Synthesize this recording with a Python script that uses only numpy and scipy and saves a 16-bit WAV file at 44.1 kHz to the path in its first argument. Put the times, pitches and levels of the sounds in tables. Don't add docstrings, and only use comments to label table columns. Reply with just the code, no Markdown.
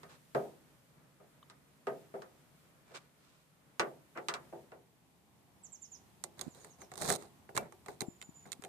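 import sys
import numpy as np
from scipy import signal
from scipy.fft import rfft, irfft, next_fast_len
from scipy.io import wavfile
from scipy.ndimage import map_coordinates

SR = 44100
rng = np.random.default_rng(int(sys.argv[2]) if len(sys.argv) > 2 else 0)


def generate_wav(signal):
    frames = np.transpose(np.atleast_2d(signal))
    scaled = np.clip(frames, -1, 1) * 32767
    pcm = np.round(scaled).astype(np.int16)
    wavfile.write(sys.argv[1], SR, pcm)


N = 382788
TIME = np.arange(N) / SR
AGE = TIME[:SR // 2]
PLAY_S = .0103

# (frequency [Hz], level struck at the left screw [dB], at the right screw [dB])
SHELL_MODES = [(143.5, -16.5, -20), (219.3, -11.5, -13), (251.2, -11.5, -10), (344.5, -21.5, -0.5),
               (404.6, 4, -0.5), (454.4, -7, -7.5), (532, -1, -3), (582, -6.5, -2.5), (641, 1.5, -1),
               (664, 1.5, -2), (725, -2, 2.5), (782, -9.5, -5.5), (863, -16, -2.5)]
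# (frequency [Hz], level struck at the left screw [dB], at the right screw [dB])
BRACKET_MODES = [(908, -12, -9), (1031, 0, -4.5), (1148, -11, 0), (1196, -8.5, -5), (1245, 13, -11),
                 (1320, -17, -6.5), (1360, -5, -5), (1462, -14, 2.5), (1575, 2, -13), (1810, -0.5, -18),
                 (1960, -13, -21), (2017, 1, -6), (2340, -38, 1), (2606, -9, -4.5), (2770, -7, -5)]
# (frequency [Hz], level [dB])
HISS_SPECTRUM = [(500, -23), (1800, 0), (3000, 2), (5500, -2.5), (8000, -1), (11000, -2), (15000, -4.5)]
# (time [s], barrel clack [dB], door knock [dB], key click [dB], second hit over first [dB])
BARREL_STOPS = [(7.5655, -33, -42.5, -33, 6.5), (8.007, -40.5, -42, -31, -4.5), (8.215, -54, -67, -46.5, 1),
                (8.519, -50.5, -60.5, -34.5, -3), (8.638, -49.5, -50, -45, -1)]


def amp(db):
    return 10 ** (np.asarray(db) / 20)


def unit(x):
    return x / np.sqrt(np.mean(x ** 2) + 1e-20)


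def along(points, hz):
    f, v = np.transpose(points)
    return np.interp(np.log(hz + 1), np.log(f), v)


def pan(right_db):
    return unit(amp([[-right_db / 2], [right_db / 2]]))


def add(track, s, sound):
    start = max(round(s * SR), 0)
    part = track[:, start:start + sound.shape[1]]
    part += sound[:, :part.shape[1]]


def wander(rate):
    return map_coordinates(rng.standard_normal(int(N * rate / SR) + 4), [TIME * rate])


def noise(spectrum, size):
    # (frequency [Hz], correlation [ratio])
    likeness = [(40, 0.069), (150, 0.71), (450, 0.53), (900, 0.25), (2000, 0.0057)]
    m = next_fast_len(size)
    hz = np.fft.rfftfreq(m, 1 / SR)
    width = np.arccos(np.clip(along(likeness, hz), -1, 1)) / 2
    coloured = rfft(rng.standard_normal((2, m))) * amp(along(spectrum, hz))
    mid, side = irfft(coloured * [np.cos(width), np.sin(width)], m)[:, :size]
    return unit(np.array([mid + side, mid - side]))


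def burst(spectrum, t60, attack):
    shape = amp(-60 * AGE / t60) * (1 - np.exp(-AGE / attack))
    return unit(noise(spectrum, len(AGE)) * shape) * np.sqrt(np.mean(shape ** 2))


def ring(modes, attack, scatter_db, spread, detune):
    hz, db, t60 = np.transpose(modes)[:, :, None]
    gain = amp(db + scatter_db * rng.standard_normal((2, len(hz), 1)))
    phase = rng.uniform(0, 2 * np.pi, hz.shape) + spread * rng.standard_normal(gain.shape)
    hz = hz * (1 + detune * rng.standard_normal(hz.shape))
    waves = np.exp((2j * np.pi * hz - np.log(1000) / t60) * AGE)
    weights = unit(gain) * np.exp(1j * phase) * np.sqrt(2 / len(hz))
    return (weights[..., 0] @ waves).real * (1 - np.exp(-AGE / attack))


def struck(modes, t60, slope, right_screw=True):
    hz, left_db, right_db = np.transpose(modes)
    return np.transpose([hz, right_db if right_screw else left_db, t60 * (hz / 1000) ** -slope])


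def strokes(rows, rise):
    moves = []
    for s, length, db, hiss_db in rows:
        angle = np.interp(np.linspace(0, 1, round(length * SR)), [0, rise, 1], [0, np.pi / 2, np.pi])
        moves.append((s, amp(db) * np.abs(np.sin(angle)) ** 1.88, hiss_db))
    return moves


def friction(moves, body, hiss, modes, chatter_db, grain_db, slip_hz, right_db):
    out = np.zeros((2, N))
    for start, gain, hiss_db in moves:
        t = TIME[:len(gain)]
        slips = np.interp(t * slip_hz, np.arange(4096), rng.standard_normal(4096))
        kicks = (rng.random(len(t)) < slip_hz / SR) * rng.standard_normal(len(t))
        metal = ring(modes, attack=.0001, scatter_db=-1.5, spread=1.65, detune=.005)
        chatter = unit(signal.fftconvolve(kicks[None], metal, axes=1)[:, :len(t)])
        low = unit(noise(body, len(t)) * amp(grain_db * slips / 2))
        grit = unit(noise(hiss, len(t)) * amp(grain_db * slips))
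        high = unit(grit + amp(chatter_db) * chatter)
        add(out, start, gain * (low + amp(hiss_db) * high * pan(right_db)))
    return out


def background():
    # (time [s], level [dB])
    ambience = [(0.0, -65), (0.9, -68.5), (1.91, -68), (2.0, -65.5), (3.64, -70), (4.45, -64), (4.89, -71),
                (6.2, -66.5)]
    # (frequency [Hz], level [dB])
    room_tone = [(15, -56), (25, -26), (66, -12), (102, -11.5), (144, 0.5), (182, -5.5), (204, -8),
                 (248, -8), (378, -14), (636, -14), (715, -17), (1270, -18), (2500, -25.5), (3250, -67),
                 (5500, -120)]
    # (frequency [Hz], level [dB])
    air_tone = [(15, -50), (25, -36), (66, -0.5), (189, 1), (567, -12), (624, -10.5), (772, -7.5),
                (1070, -10.5), (1230, -15.5), (2500, -22.5), (3250, -56), (5500, -120)]
    level_db = np.interp(TIME, *np.transpose(ambience))
    outside = np.clip((TIME - 4.4) / 0.82, 0, 1)
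    drone = amp(1) * np.sqrt(1 - outside) * noise(room_tone, N)
    open_air = amp(0.5) * np.sqrt(outside) * noise(air_tone, N)
    hiss = amp(-4 + .5 * wander(rate=10)) * noise(HISS_SPECTRUM, N)
    drift_db = wander(rate=7)
    return amp(level_db) * (amp(drift_db) * (drone + open_air) + hiss)


def puffs():
    # (time [s], level [dB], port [-1 left, 1 right])
    eddies = [(6.469, -33.5, 1), (6.481, -29.5, 1), (8.025, -29.5, -1), (8.086, -28.5, -1),
              (8.293, -39, -1), (8.597, -40.5, -1)]
    eddy_hz, lead_s = 226, .02
    cycles = (AGE - lead_s) * eddy_hz
    pressure = np.sin(2 * np.pi * cycles) * np.exp(-(cycles / 0.57) ** 2)
    out = np.zeros((2, N))
    for s, db, port in eddies:
        add(out, s - lead_s, amp(db) * pressure * pan(right_db=35 * port) / np.sqrt(2))
    return out


def bird_notes():
    # (time [s], notes [count], first pitch [Hz], slide within a note [Hz], level [dB])
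    trills = [(5.627, 4, 7910, 2700, -52.5), (6.407, 5, 7630, 1750, -65)]
    # (delay [s], length [s], pitch drop [Hz], slide [Hz], level [dB])
    whistle_pair = [(0, 0.095, 1, 330, -2), (0.085, 0.038, 99.5, 160, -7)]
    first_note_s, lengthen_s, gap_s, sag_hz = .047, .005, .042, 249
    rows = []
    for s, count, hz, slide_hz, db in trills:
        for k in range(round(count)):
            length = first_note_s + k * lengthen_s
            rows.append((s, length, hz - k * sag_hz, slide_hz, db))
            s = s + length + gap_s
    for k in range(3):
        s, hz, db = 8.054 + k * .14, 7240 - k * 60, -61.5 + k * 1.5
        for delay, length, drop_hz, slide_hz, note_db in whistle_pair:
            rows.append((s + delay, length, hz - drop_hz, slide_hz, db + note_db))
    return rows


def bird():
    song = np.zeros((2, N))
    for s, length, start_hz, slide_hz, db in bird_notes():
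        u = np.linspace(0, 1, round(length * SR))
        quaver_hz = .025 * slide_hz * map_coordinates(rng.standard_normal(20), [19 * u])
        hz = start_hz - slide_hz * u ** 1.7 + quaver_hz
        swell = np.abs(np.sin(np.pi * u ** 0.76)) ** 1.17
        tone = np.sin(2 * np.pi * np.cumsum(hz) / SR) * swell
        flutter_db = 3 * map_coordinates(rng.standard_normal(20), [19 * u])
        add(song, s, amp(db + flutter_db) * tone * pan(right_db=8))
    early = amp(-15.5) * burst(HISS_SPECTRUM, t60=0.029, attack=0.00083)
    late = amp(-32) * burst(HISS_SPECTRUM, t60=0.25, attack=0.005)
    return song + signal.fftconvolve(song, early + late, axes=1)[:, :N]


def spring():
    # (frequency [Hz], level [dB], t60 [s])
    wire_modes = [(1130, 1, 0.014), (3050, -12, .026), (3500, -9, 0.012), (3820, -6, .012)]
    out = np.zeros((2, N))
    ping = ring(wire_modes, attack=.0025, scatter_db=1.5, spread=0.58, detune=.004)
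    add(out, s=1.428, sound=amp(-40) * ping)
    return out


def detent():
    # (frequency [Hz], level [dB], t60 [s])
    detent_modes = [(2145, 2.5, 0.021), (2590, -5.5, 0.025), (3090, -2, 0.017), (3760, 2, 0.015)]
    out = np.zeros((2, N))
    for s, *_ in BARREL_STOPS:
        for delay, db in [(0, -42), (PLAY_S, -45)]:
            snap = ring(detent_modes, attack=0.00025, scatter_db=2.5, spread=1.05, detune=.025)
            add(out, s + delay, amp(db) * snap * pan(right_db=3.5))
    return out


def bounces(length, count):
    u = rng.random(count)
    sizes = rng.standard_normal(count) * np.sin(np.pi * u)
    return np.bincount((u * length * SR).astype(int), sizes / np.linalg.norm(sizes))


def lock_hits():
    # (time [s], door knock [dB], click over knock [dB])
    contacts = [(6.2389, -48.5, 17.5), (6.393, -53.5, 13), (6.412, -51.5, 19.5), (6.548, -68.5, 16.5),
                (6.646, -56, 7), (6.818, -53, 5.5), (6.917, -51, 2), (6.938, -57, 8.5), (6.956, -57.5, 13),
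                (6.977, -53, 14.5), (7.02, -43, 10.5), (7.052, -40.5, -6), (7.089, -40.5, 11),
                (7.102, -32, 7.5), (7.124, -42.5, 15.5), (7.16, -54.5, 18.5), (7.223, -55, 4),
                (7.491, -50.5, -27), (7.723, -55, -3), (7.861, -54, 4.5), (7.8836, -44, -5.5),
                (8.455, -58.5, -12), (8.622, -56.5, 6.5)]
    barrel_db, barrel_per_hardness = 2.5, 0.087
    hits = [(s, db, db + barrel_db + barrel_per_hardness * hard_db, db + hard_db)
            for s, db, hard_db in contacts]
    for s, clack_db, knock_db, click_db, second_db in BARREL_STOPS:
        for delay, db in [(0, 0), (PLAY_S, second_db)]:
            hits.append((s + delay, knock_db + db, clack_db + db, click_db + db))
    return hits


def key():
    # (frequency [Hz], level [dB], t60 [s])
    key_modes = [(3440, -10.5, 0.03), (3960, 2.5, 0.01), (5030, -8, 0.0063), (6760, 11.5, 0.011),
                 (7000, -12, 0.0044), (8020, 8.5, 0.012), (8650, 8, 0.015), (8650, -6.5, 0.011),
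                 (14000, -9, .009)]
    # (frequency [Hz], level [dB])
    skin_spectrum = [(30, -35), (90, -11), (160, 4), (290, -15), (390, 7), (560, -6.5), (780, 4.5),
                     (1100, -16), (2500, -27)]
    # (frequency [Hz], level [dB])
    barrel_spectrum = [(300, -46), (750, -12), (1100, 4), (1450, 0.5), (2100, 1.5), (2650, -16),
                       (6000, -32.5)]
    # (frequency [Hz], level [dB])
    rasp_spectrum = [(1200, -58), (2850, -17), (3800, 5), (5200, -2), (7000, 1), (9100, 2.5), (10500, -6.5),
                     (14500, -9)]
    # (frequency [Hz], level [dB])
    rub_spectrum = [(60, -21.5), (150, 9.5), (290, -1.5), (400, 4), (750, 1.5), (1400, -6.5), (2200, -10),
                    (3200, -27), (7000, -41)]
    # (time [s], level [dB])
    push_levels = [(6.97, -61), (6.978, -50), (6.998, -53.5), (7.016, -41), (7.066, -45.5), (7.1, -34),
                   (7.158, -45), (7.19, -84)]
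    # (time [s], length [s], body [dB], hiss over body [dB])
    slides = [(6.36, 0.21, -56.5, -6), (6.52, 0.3, -61.5, -2.5), (6.778, 0.12, -59.5, -7.5),
              (7.17, 0.15, -55, -5), (7.546, 0.045, -45.5, -2), (7.58, 0.14, -49, -20),
              (7.868, 0.13, -57, -7.5), (8.45, 0.081, -57, -10)]
    shell = struck(SHELL_MODES, t60=0.18, slope=0.75)
    bracket = struck(BRACKET_MODES, t60=0.11, slope=0.22)
    grip = .045
    out = np.zeros((2, N))
    for s, knock_db, clack_db, click_db in lock_hits():
        knock = amp(1) * burst(skin_spectrum, t60=0.16, attack=0.0012)
        knock += amp(-6) * ring(shell, attack=0.0019, scatter_db=3.5, spread=0.61, detune=0.0211)
        clack = amp(4.5) * burst(barrel_spectrum, t60=0.023, attack=0.0004)
        clack += amp(-11) * ring(bracket, attack=0.0026, scatter_db=7.5, spread=1.15, detune=0.019)
        click = amp(3) * ring(key_modes, attack=0.00078, scatter_db=2.5, spread=1.88, detune=grip)
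        click += amp(2.5) * burst(rasp_spectrum, t60=0.0099, attack=0.00013)
        click += amp(-23.5) * burst(rasp_spectrum, t60=0.11, attack=.001)
        click *= amp(click_db) * pan(right_db=13.5)
        add(out, s, amp(knock_db) * knock + amp(clack_db) * clack * pan(right_db=2.5) + click)
        grazes = signal.fftconvolve(click, bounces(length=.012, count=14)[None], axes=1)
        add(out, s - .003, amp(-7.5) * grazes)
    times, push_db = np.transpose(push_levels)
    push_gain = amp(np.interp(np.arange(times[0], times[-1], 1 / SR), times, push_db) - 0.5)
    push_hiss_db = 1.3
    moves = [(times[0], push_gain, push_hiss_db)] + strokes(slides, rise=0.18)
    return out + friction(moves, rub_spectrum, rasp_spectrum, key_modes,
                          chatter_db=-10, grain_db=4.5, slip_hz=903, right_db=11)


def screwdriver():
    # (time [s], clank [dB], hardness [dB])
    blows = [(0.032, -51.5, 4.5), (0.3482, -34, -6.5), (1.202, -66, -7), (1.499, -56, 11),
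             (1.8697, -38, -4.5), (2.14, -51, -11), (2.22, -50.5, 4), (2.908, -62, -3.5),
             (3.796, -26.5, 5.5), (4.174, -43.5, -1), (4.285, -33, 11), (4.3393, -38, 9.5),
             (4.526, -57, -13.5), (4.719, -54, -3)]
    # (time [s], length [s], body [dB], hiss over body [dB])
    scrapes = [(.075, 0.12, -62, -0.5), (2.82, 0.35, -68, -2), (2.934, 0.068, -49.5, 0),
               (3.14, 0.4, -83.5, 12.5), (4.148, 0.071, -46, -24)]
    # (frequency [Hz], level [dB])
    boom_spectrum = [(30, -63), (95, -40), (140, -4), (240, -17), (305, -10.5), (390, 3), (680, -3.5),
                     (950, -10), (1500, -54), (4000, -44)]
    # (frequency [Hz], level [dB])
    room_spectrum = [(40, -23), (140, -2), (300, 8), (650, -9.5), (1500, -13), (5000, -21.5)]
    # (frequency [Hz], level [dB])
    clank_spectrum = [(300, -57), (750, -5), (1150, 3), (1600, -1.5), (1900, -4.5), (2500, -14.5),
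                      (3200, -21.5), (7000, -51)]
    # (frequency [Hz], level [dB])
    tip_spectrum = [(1000, -20), (2600, 1), (4000, 2.5), (6000, -2.5), (8500, -4), (10500, -20.5),
                    (15000, -22)]
    # (frequency [Hz], level [dB])
    screw_spectrum = [(100, -16), (400, 2.5), (900, 3.5), (1600, 2.5), (2500, -4.5), (6000, -59)]
    out = np.zeros((2, N))
    for s, db, hard_db in blows:
        right_screw = s > 3
        shell = struck(SHELL_MODES, t60=0.23, slope=0.42, right_screw=right_screw)
        bracket = struck(BRACKET_MODES, t60=0.24, slope=0.99, right_screw=right_screw)
        boom = amp(-1) * ring(shell, attack=0.0039, scatter_db=1.5, spread=0.63, detune=0.0084)
        clank = amp(-4.5) * ring(bracket, attack=0.00018, scatter_db=4, spread=1.52, detune=0.0023)
        boom += amp(-2.5) * burst(boom_spectrum, t60=0.35, attack=0.002)
        boom += amp(-21.5) * burst(room_spectrum, t60=0.78, attack=0.033)
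        clank += amp(-3) * burst(clank_spectrum, t60=0.18, attack=0.00015)
        click = amp(6.5) * burst(tip_spectrum, t60=0.0074, attack=.0001)
        click += amp(-5) * burst(tip_spectrum, t60=0.082, attack=0.0012)
        click *= amp(hard_db - 8) * pan(right_db=4.5)
        add(out, s, amp(db) * (amp(-hard_db) * boom + clank + click))
    damped_bracket = struck(BRACKET_MODES, t60=0.15, slope=.7)
    return out + friction(strokes(scrapes, rise=0.31), screw_spectrum, tip_spectrum, damped_bracket,
                          chatter_db=-4, grain_db=2.5, slip_hz=573, right_db=2.5)


def scene():
    return screwdriver() + spring() + key() + detent() + bird() + puffs() + background()


def record(dry):
    top_hz = 14750
    m = next_fast_len(N + SR // 2)
    passband = np.fft.rfftfreq(m, 1 / SR) < top_hz
    return irfft(rfft(dry, m) * passband, m)[:, :N]


dry = scene()
out = record(dry)
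generate_wav(out)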